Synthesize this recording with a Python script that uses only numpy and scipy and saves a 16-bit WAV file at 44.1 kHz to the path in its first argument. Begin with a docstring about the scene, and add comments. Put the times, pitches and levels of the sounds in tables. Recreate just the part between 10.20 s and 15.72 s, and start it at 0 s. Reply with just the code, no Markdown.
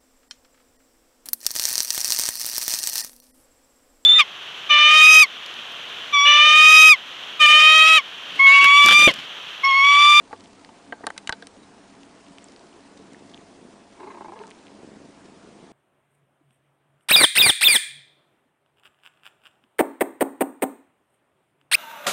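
"""Faint room hum under microphone hiss, with fine rustle as nursing kittens shift on a blanket.
A hand-held camera's plastic case clicks (noise crack plus ringing modes); kittens add wet ticks.
One click shoves the microphone; later comes a faint thin whistle (a sine).
Then a cat purrs: larynx twitches gate air noise and knocks into chest, throat and mouth resonances.
One breath among them is louder and more open."""
import sys
import numpy as np
from scipy import signal
from scipy.io import wavfile
from scipy.ndimage import uniform_filter1d

SR = 44100
rng = np.random.default_rng(int(sys.argv[2]) if len(sys.argv) > 2 else 0)


def natural_amplitude(level_db):
    """Convert a level in decibels to a linear amplitude factor, elementwise."""
    exponent = np.asarray(level_db, float) / 20
    return 10 ** exponent


def to_wav(sig):
    """Store sig (one row per channel, or 1-D mono) as 16-bit WAV at the path in sys.argv[1].

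    Samples outside -1..1 are clipped; the rate is SR.
    """
    pcm = np.clip(np.atleast_2d(sig), -1, 1) * 32767
    pcm = np.round(pcm).astype(np.int16)
    wavfile.write(sys.argv[1], SR, pcm.T)  # frames by channels


N = 243431  # samples


def evened(x):
    """Scales to rms 1."""
    return x / np.sqrt(np.mean(x ** 2) + 1e-20)


def add(mix, start_s, sound):
    """Mixes a sound in at start_s."""
    part = mix[round(start_s * SR):][:len(sound)]
    part += sound[:len(part)]


def bump(middle_s, spread_s, db):
    """Bell-shaped level change in dB over the whole scene."""
    t = np.arange(N) / SR
    return db * np.exp(-.5 * ((t - middle_s) / spread_s) ** 2)


def resonate(x, hz, width_hz):
    """Resonance of gain 1: shifts the curve hz down to zero, smooths, shifts back."""
    turn = np.exp(2j * np.pi * np.cumsum(hz * np.ones(len(x))) / SR)
    r = np.exp(-np.pi * width_hz / SR)
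    return 2 * (turn * signal.lfilter([1 - r], [1, -r], x / turn)).real


def through(x, modes):
    """Resonances side by side, each passed twice for steepness, alternate signs; output rms 1."""
    total = 0
    for k, (hz, width_hz, db) in enumerate(modes):
        band = resonate(resonate(x, hz, width_hz), hz, width_hz)
        total = total + (-1) ** k * natural_amplitude(db) * band
    return evened(total)


# hiss and rumble spectrum: f/Hz, relative density/dB
HISS_SPECTRUM = [(12, -51), (20, -13.5), (157, -24), (193, 5.5), (244, -12.5), (278, -9), (370, -5),
                 (691, -16.5), (747, -13), (896, -11), (1320, -17), (3050, -23.5), (10100, -30),
                 (13100, -74.5), (22000, -120)]


def hiss():
    """Shaped noise whose spectrum drifts in patches of time and frequency."""
    frames, hz = N // 256 + 5, np.fft.rfftfreq(1024, 1 / SR)
    real, imag, patches = rng.standard_normal((frames, 513, 3)).T
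    patches = uniform_filter1d(patches, size=10, axis=0)  # over frequency
    patches = evened(uniform_filter1d(patches, size=8, axis=1))  # over time
    f, db = np.transpose(HISS_SPECTRUM)
    curve_db = np.interp(np.log(hz + 1), np.log(f + 1), db)[:, None]
    z = (real + 1j * imag) * natural_amplitude(curve_db + 1.47 * patches)
    noise = signal.istft(z, nperseg=1024, noverlap=768)[1][:N]
    return natural_amplitude(-52.5) * evened(noise)


# fuzzy room tones: f/Hz, width/Hz, rms level/dB
HUM_TONES = [(98, 14, -69), (201, 6.6, -63), (279, 13, -58), (563, 5.3, -70), (682, 34, -61.5)]


def hum():
    """Each tone is noise through a narrow resonance."""
    return sum(natural_amplitude(db) * evened(resonate(rng.standard_normal(N), hz, width_hz))
               for hz, width_hz, db in HUM_TONES)


# brief level dip: middle t/s, spread/s, change/dB
BACKGROUND_DIP = (3.66, 0.054, -1.5)


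def room():
    """Hiss and hum share one brief level dip."""
    return (hiss() + hum()) * natural_amplitude(bump(*BACKGROUND_DIP))


# kittens shift about: middle t/s, spread/s, rustle level change/dB
KITTEN_SHIFTS = [(.2, 0.13, 9), (1.15, 0.049, -1), (2.25, 0.38, 4.5), (3.1, 0.1, 4.5), (4.3, 0.2, 4)]


def rustle():
    """Fur on cloth: sparse hair-fine crackles whose level follows the kittens' shifts."""
    still_db, grains_per_s, decay_s = -67.5, 250, 0.0064
    grains = rng.random(N) < grains_per_s / SR
    grains = grains * natural_amplitude(4.0 * np.minimum(rng.exponential(1, N), 2.8))
    decay = np.exp(-np.arange(300) / SR / decay_s)
    burst = signal.oaconvolve(grains, decay)[:N] * rng.standard_normal(N)
    level_db = still_db + sum(bump(*row) for row in KITTEN_SHIFTS)
    return through(burst, [(3200, 7000, 0)]) * natural_amplitude(level_db)


# case clicks: t/s, crack peak/dB, relative ring level/dB in the five bands below RING_BAND_TOPS_HZ,
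# grip damping [factor on push and ring times]
CASE_CLICKS = [(0.1093, -49, -44, -41, -46, -51, -55, 0.97),
               (0.129, -50, -26.5, -27.5, -29.5, -48, -52, 0.95),
               (0.4905, -53, -49, -36, -52, -44, -55, 0.97),
               (0.7242, -48, -23.5, -25.5, -23, -34, -47, 1.11),
               (0.8075, -57, -31, -48, -57, -60, -59, 0.58), (0.8361, -60, -44, -36, -55, -60, -60, 0.49),
               (0.84, -51, -30, -27, -30, -50, -52, 0.71), (0.868, -16, -36, -16.5, -22, -29, -15.5, 0.71),
               (0.8713, -48, -22.5, -30, -19.5, -41, -50, 0.93), (0.888, -61, -37, -57, -45, -38, -52, 0.6),
               (0.9016, -42, -55, -54, -40, -48, -36, .5), (0.904, -34, -39, -32.5, -20, -32, -38, 0.5),
               (0.9643, -57, -51, -43, -37, -55, -58, 0.87),
               (0.9782, -16, -43, -42, -33.5, -23.5, -23.5, 0.81),
               (1.0738, -18, -40, -35, -35, -20.5, -20, 0.64),
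               (1.094, -18, -36, -22, -16, -22.5, -23, 0.65), (1.1023, -55, -46, -29, -38, -54, -52, 1.1),
               (1.125, -28, -34, -27, -19.5, -22, -17.5, 0.94),
               (1.2237, -42, -34, -50, -34.5, -49, -37, 1.04), (1.2702, -26, -39, -46, -36, -36, -36, 0.68)]
# upper edges of the ring bands: f/Hz
RING_BAND_TOPS_HZ = [800, 1250, 2000, 3300, 5000]
# plastic case modes: f/Hz before detuning, relative level/dB, t60/s before grip damping
CASE_MODES = [(340, -8, .03), (460, -4, .04), (600, -10, .025), (700, 0, .03), (885, 1, .05),
              (1000, -4, .025), (1130, -1, .03), (1350, -6, .02), (1560, 1, .024), (1820, -5, .018),
              (2150, -7, .014), (2450, -5, .014), (2730, -3, .013), (3040, 0, .016), (3450, -4, .011),
              (3950, 0, .014), (4400, -2, .011), (5300, -4, .007), (6100, -4, .007), (7700, -6, .006),
              (8860, -5, .006)]


def click(start_s, crack_db, *ring):
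    """Stick-slip snap: a crack, then a ragged push of a few ms that rings the case modes."""
    t = np.arange(3000) / SR
    *ring_db, grip = ring
    noise, push = rng.standard_normal((2, len(t)))
    chance = rng.standard_normal((len(CASE_MODES), 2))
    push *= .07 * np.exp(-t / (grip * .002)) + .018 * np.exp(-t / (grip * .009))
    push[0] = 1  # the slip itself
    crack = signal.lfilter([1, 0, -1], [1], noise)
    crack *= np.exp(-t / .0003) + .4 * np.exp(-t / .0015)
    out = natural_amplitude(crack_db) * crack / abs(crack).max()
    bands_db = [*ring_db, crack_db - 2.0]  # above the top edge the ring follows the crack
    for (hz, db, t60_s), (own, detune) in zip(CASE_MODES, chance):
        band_db = bands_db[np.searchsorted(RING_BAND_TOPS_HZ, hz)]
        tone = np.sin(2 * np.pi * hz * (1 + .02 * detune) * t)
        mode = natural_amplitude(-60 * t / (grip * t60_s)) * tone * np.minimum(t * hz, 1)
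        rung = signal.fftconvolve(push, mode)[:len(t)]
        out += natural_amplitude(db + band_db - 3.5 + 2.7 * own) * rung / abs(rung).max()
    return start_s, out


# clearest suckling ticks: t/s, peak level/dB, f/Hz, width per filter pass [share of f]
SUCKLING_TICKS = [(0.119, -39, 1680, 0.68), (0.162, -44, 3200, .6), (0.207, -36, 3700, 0.53),
                  (0.2579, -41, 2900, 0.39), (0.4474, -29.5, 2700, 0.68), (1.8324, -36.5, 2920, 0.69),
                  (2.0653, -41.5, 2680, 0.57), (2.1838, -30.5, 3480, 1.1), (2.242, -34.5, 7640, 0.17),
                  (2.285, -41.5, 5000, 0.29), (2.321, -39, 5200, 0.79), (2.362, -36, 3600, 0.89),
                  (2.394, -38.5, 3600, 1.2), (2.933, -37.5, 4500, 1.3), (2.9456, -39.5, 1780, 0.15),
                  (2.528, -45.5, 2800, .4), (3.115, -50, 4500, 1.1), (3.138, -39.5, 3000, 0.2),
                  (3.1443, -32.5, 3360, 0.37), (3.176, -39.5, 2900, 0.43), (4.1907, -35.5, 2600, 0.55),
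                  (4.2363, -35.5, 1400, 0.72), (4.248, -47, 1300, .5), (4.257, -44, 1100, 0.56),
                  (4.269, -36, 5800, 0.98), (4.278, -36.5, 5500, 1.5), (4.3044, -32, 6000, 1.8),
                  (4.31, -34, 1700, 3.1), (4.3152, -35, 2600, .7), (4.429, -46, 4000, 1.2),
                  (4.4682, -38.5, 2600, 0.72), (4.481, -40.5, 2500, 0.72)]


def tick(start_s, db, hz, width_share):
    """Tiny wet snap: a spit of noise with a short ring."""
    t = np.arange(600) / SR
    spit = rng.standard_normal(len(t)) * np.minimum(t / 0.0006, 1) * np.exp(-t / 0.00068)
    spit[20] += 1.8  # the film breaks at one instant
    snap = through(spit, [(hz, width_share * hz, 0)])
    return start_s, natural_amplitude(db) * snap / abs(snap).max()


# shove with the click at 1.094 s, fast and slow part:
# t/s, scale/dB (peak 2 dB higher), time constant/s
MIC_SHOVE = [(1.0938, -12, 0.00013), (1.0953, -33, 0.0016)]


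def thump(start_s, db, length_s):
    """Microphone shoved by the click: one negative swing and its rebound."""
    u = np.arange(4000) / SR / length_s
    return start_s, -natural_amplitude(db) * u * (2 - u) * np.exp(1 - u)


# faint thin whistle: t/s, length/s, f/Hz, peak level/dB
WHISTLE = (1.42, .03, 3850, -58)


def whistle(start_s, length_s, hz, db):
    """Sine under a smooth swell."""
    t = np.arange(0, length_s, 1 / SR)
    return start_s, natural_amplitude(db) * np.sin(2 * np.pi * hz * t) * np.hanning(len(t))


# chest resonances: f/Hz, width per filter pass/Hz, relative level/dB
CHEST_MODES = [(180, 160, 1), (380, 330, -1)]
# mouth resonances: f/Hz before wander, width per filter pass/Hz, relative level/dB
MOUTH_MODES = [(624, 280, -0.5), (872, 83, 8.5), (1000, 210, 5), (1300, 240, -13), (1660, 220, -5),
               (2170, 270, -8), (2600, 270, -12.5), (3940, 900, -21)]


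def breath(rows, twitches):
    """Each larynx twitch lets out a knock and a short flutter of air into chest, throat and mouth."""
    s, *columns = np.transpose(rows)
    t = np.arange(s[0], s[-1], 1 / SR)
    chest_db, mouth_db, throat_hz, snap = (np.interp(t, s, c) for c in columns)
    snap = np.clip(snap, 0, 1)
    turns = np.cumsum(np.interp(t, *np.transpose(twitches))) / SR  # twitches so far
    phase = turns % 1
    size = natural_amplitude(1.2 * rng.standard_normal(40))[turns.astype(int)]  # one per twitch

    # firm folds part fast and shut early; times in shares of a twitch
    rise, fall = .25 - 0.16 * snap, 1.2 - snap
    shutting = np.clip((.95 - .3 * snap - phase) / .15, 0, 1)
    leak = .06 + .22 * (1 - snap) ** 2
    puff = leak + size * np.minimum(phase / rise, 1) * np.exp(-phase / fall) * shutting

    # slack folds slap unevenly, 260 per s on average
    flaps = (rng.random(len(t)) < 260 / SR) * rng.uniform(0.6, 1, len(t))
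    air = 0.5 * rng.standard_normal(len(t)) + 0.35 * evened(flaps - flaps.mean())

    # the folds knock as they part and once more on the rebound
    parting, rebound = (np.diff((turns - lag) // 1, prepend=(turns[0] - lag) // 1)
                        for lag in (.03, .36))
    knock = snap * size * (19 * parting + 14 * rebound)
    knock = uniform_filter1d(knock, size=17)  # soft flesh: no sharp edge
    drive = puff * air + knock

    # single one-sided pushes shake the chest
    pushes = evened(flaps ** 2 - np.mean(flaps ** 2))
    slaps = puff * (.25 * air + .8 * pushes) + 1.4 * knock

    # the throat ring's pitch wanders a little at random, redrawn twice a twitch
    wander = np.interp(2 * turns, np.arange(80), rng.standard_normal(80))
    throat_hz = throat_hz * (1 + .03 * wander)
    # some air keeps the throat ringing between twitches, less with firm folds
    throat_drive = drive + .22 * (1 - 1.1 * snap) * air
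    throat = through(throat_drive, [(throat_hz, 78, 0)])

    # an open mouth trades the chest boom for one throat ring
    opening = np.clip((mouth_db - chest_db + 18) / 6, 0, 1)
    chest = (1 - opening) * through(slaps, CHEST_MODES) + opening * throat

    # the mouth changes shape a little from twitch to twitch
    shape = 1 + .04 * rng.standard_normal((40, len(MOUTH_MODES)))
    modes = [(hz * np.interp(turns, np.arange(40), shape[:, k]), width_hz, db)
             for k, (hz, width_hz, db) in enumerate(MOUTH_MODES)]
    mouth = through(drive, modes)
    out = natural_amplitude(chest_db) * chest + natural_amplitude(mouth_db) * mouth
    return s[0], out * signal.windows.tukey(len(t), .03)


# purrs, mouth shut: t/s, length/s, mid-breath chest level/dB, twitch rate/Hz, snap of folds [0-1]
SHUT_PURRS = [(2.671, 0.58, -50.5, 23.8, 0.7), (3.304, 0.295, -51, 27.5, 0.6),
              (4.4604, 0.465, -48, 23.5, 0.75), (4.93, 0.8, -52, 26.2, 0.75)]


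def shut_breath(start_s, length_s, level_db, twitch_hz, snap):
    """Lips closed: one swell, a steady rate, little from the mouth."""
    edge_db, muffle_db = -6.5, -25  # chest level at both ends; leak past shut lips
    u = np.linspace(0, 1, num=9)
    chest_db = level_db + edge_db * (1 - np.sin(np.pi * u))
    throat_hz = 380  # unheard while shut
    rows = np.broadcast_arrays(start_s + length_s * u, chest_db, chest_db + muffle_db, throat_hz, snap)
    return breath(np.transpose(rows), [(start_s, twitch_hz)])


# open-mouthed breath: t/s, chest and throat level/dB, mouth level/dB, throat f/Hz before wander,
# snap of folds [0-1]
OPEN_PURR = [(3.755, -60, -70, 320, .4), (3.785, -54, -56, 330, .2), (3.8, -46, -45, 350, .15),
             (3.835, -44, -43.5, 370, .1), (3.86, -45, -44.5, 380, .55), (3.905, -43, -43, 400, .05),
             (3.945, -45, -46, 375, .3), (3.968, -45.5, -42.5, 360, .9), (4.06, -46, -44, 350, .9),
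             (4.132, -48, -45, 347, .85), (4.17, -48, -48, 470, .45), (4.2, -47.5, -45.5, 410, .4),
             (4.252, -50, -48, 430, .8), (4.33, -56, -58, 385, .5)]
# its larynx twitches: t/s, rate/Hz
OPEN_RATES = [(3.76, 28.6), (3.89, 27.9), (3.97, 27.1), (4.13, 26.3), (4.165, 24.6), (4.2, 26),
              (4.25, 27.3)]


def open_breath():
    """Mouth opens and closes: levels, throat ring, snap and rate glide between rows."""
    return breath(OPEN_PURR, OPEN_RATES)


def scene():
    """All sources at one microphone."""
    mix = room() + rustle()
    add(mix, *open_breath())
    for row in SHUT_PURRS:
        add(mix, *shut_breath(*row))
    for row in CASE_CLICKS:
        add(mix, *click(*row))
    for row in SUCKLING_TICKS:
        add(mix, *tick(*row))
    for row in MIC_SHOVE:
        add(mix, *thump(*row))
    add(mix, *whistle(*WHISTLE))
    return mix[None]


def low_pass(x):
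    """Removes everything above the highest recorded frequency."""
    return signal.sosfilt(signal.butter(12, 10250, fs=SR, output="sos"), x)


def record(dry):
    """Steep low-pass at 10050 Hz on the finished mix."""
    edge = signal.firwin(511, 10050, window=("kaiser", 9), fs=SR)
    mix = signal.oaconvolve(dry, edge[None], "same")
    return low_pass(mix)


dry = scene()
out = record(dry)
to_wav(out)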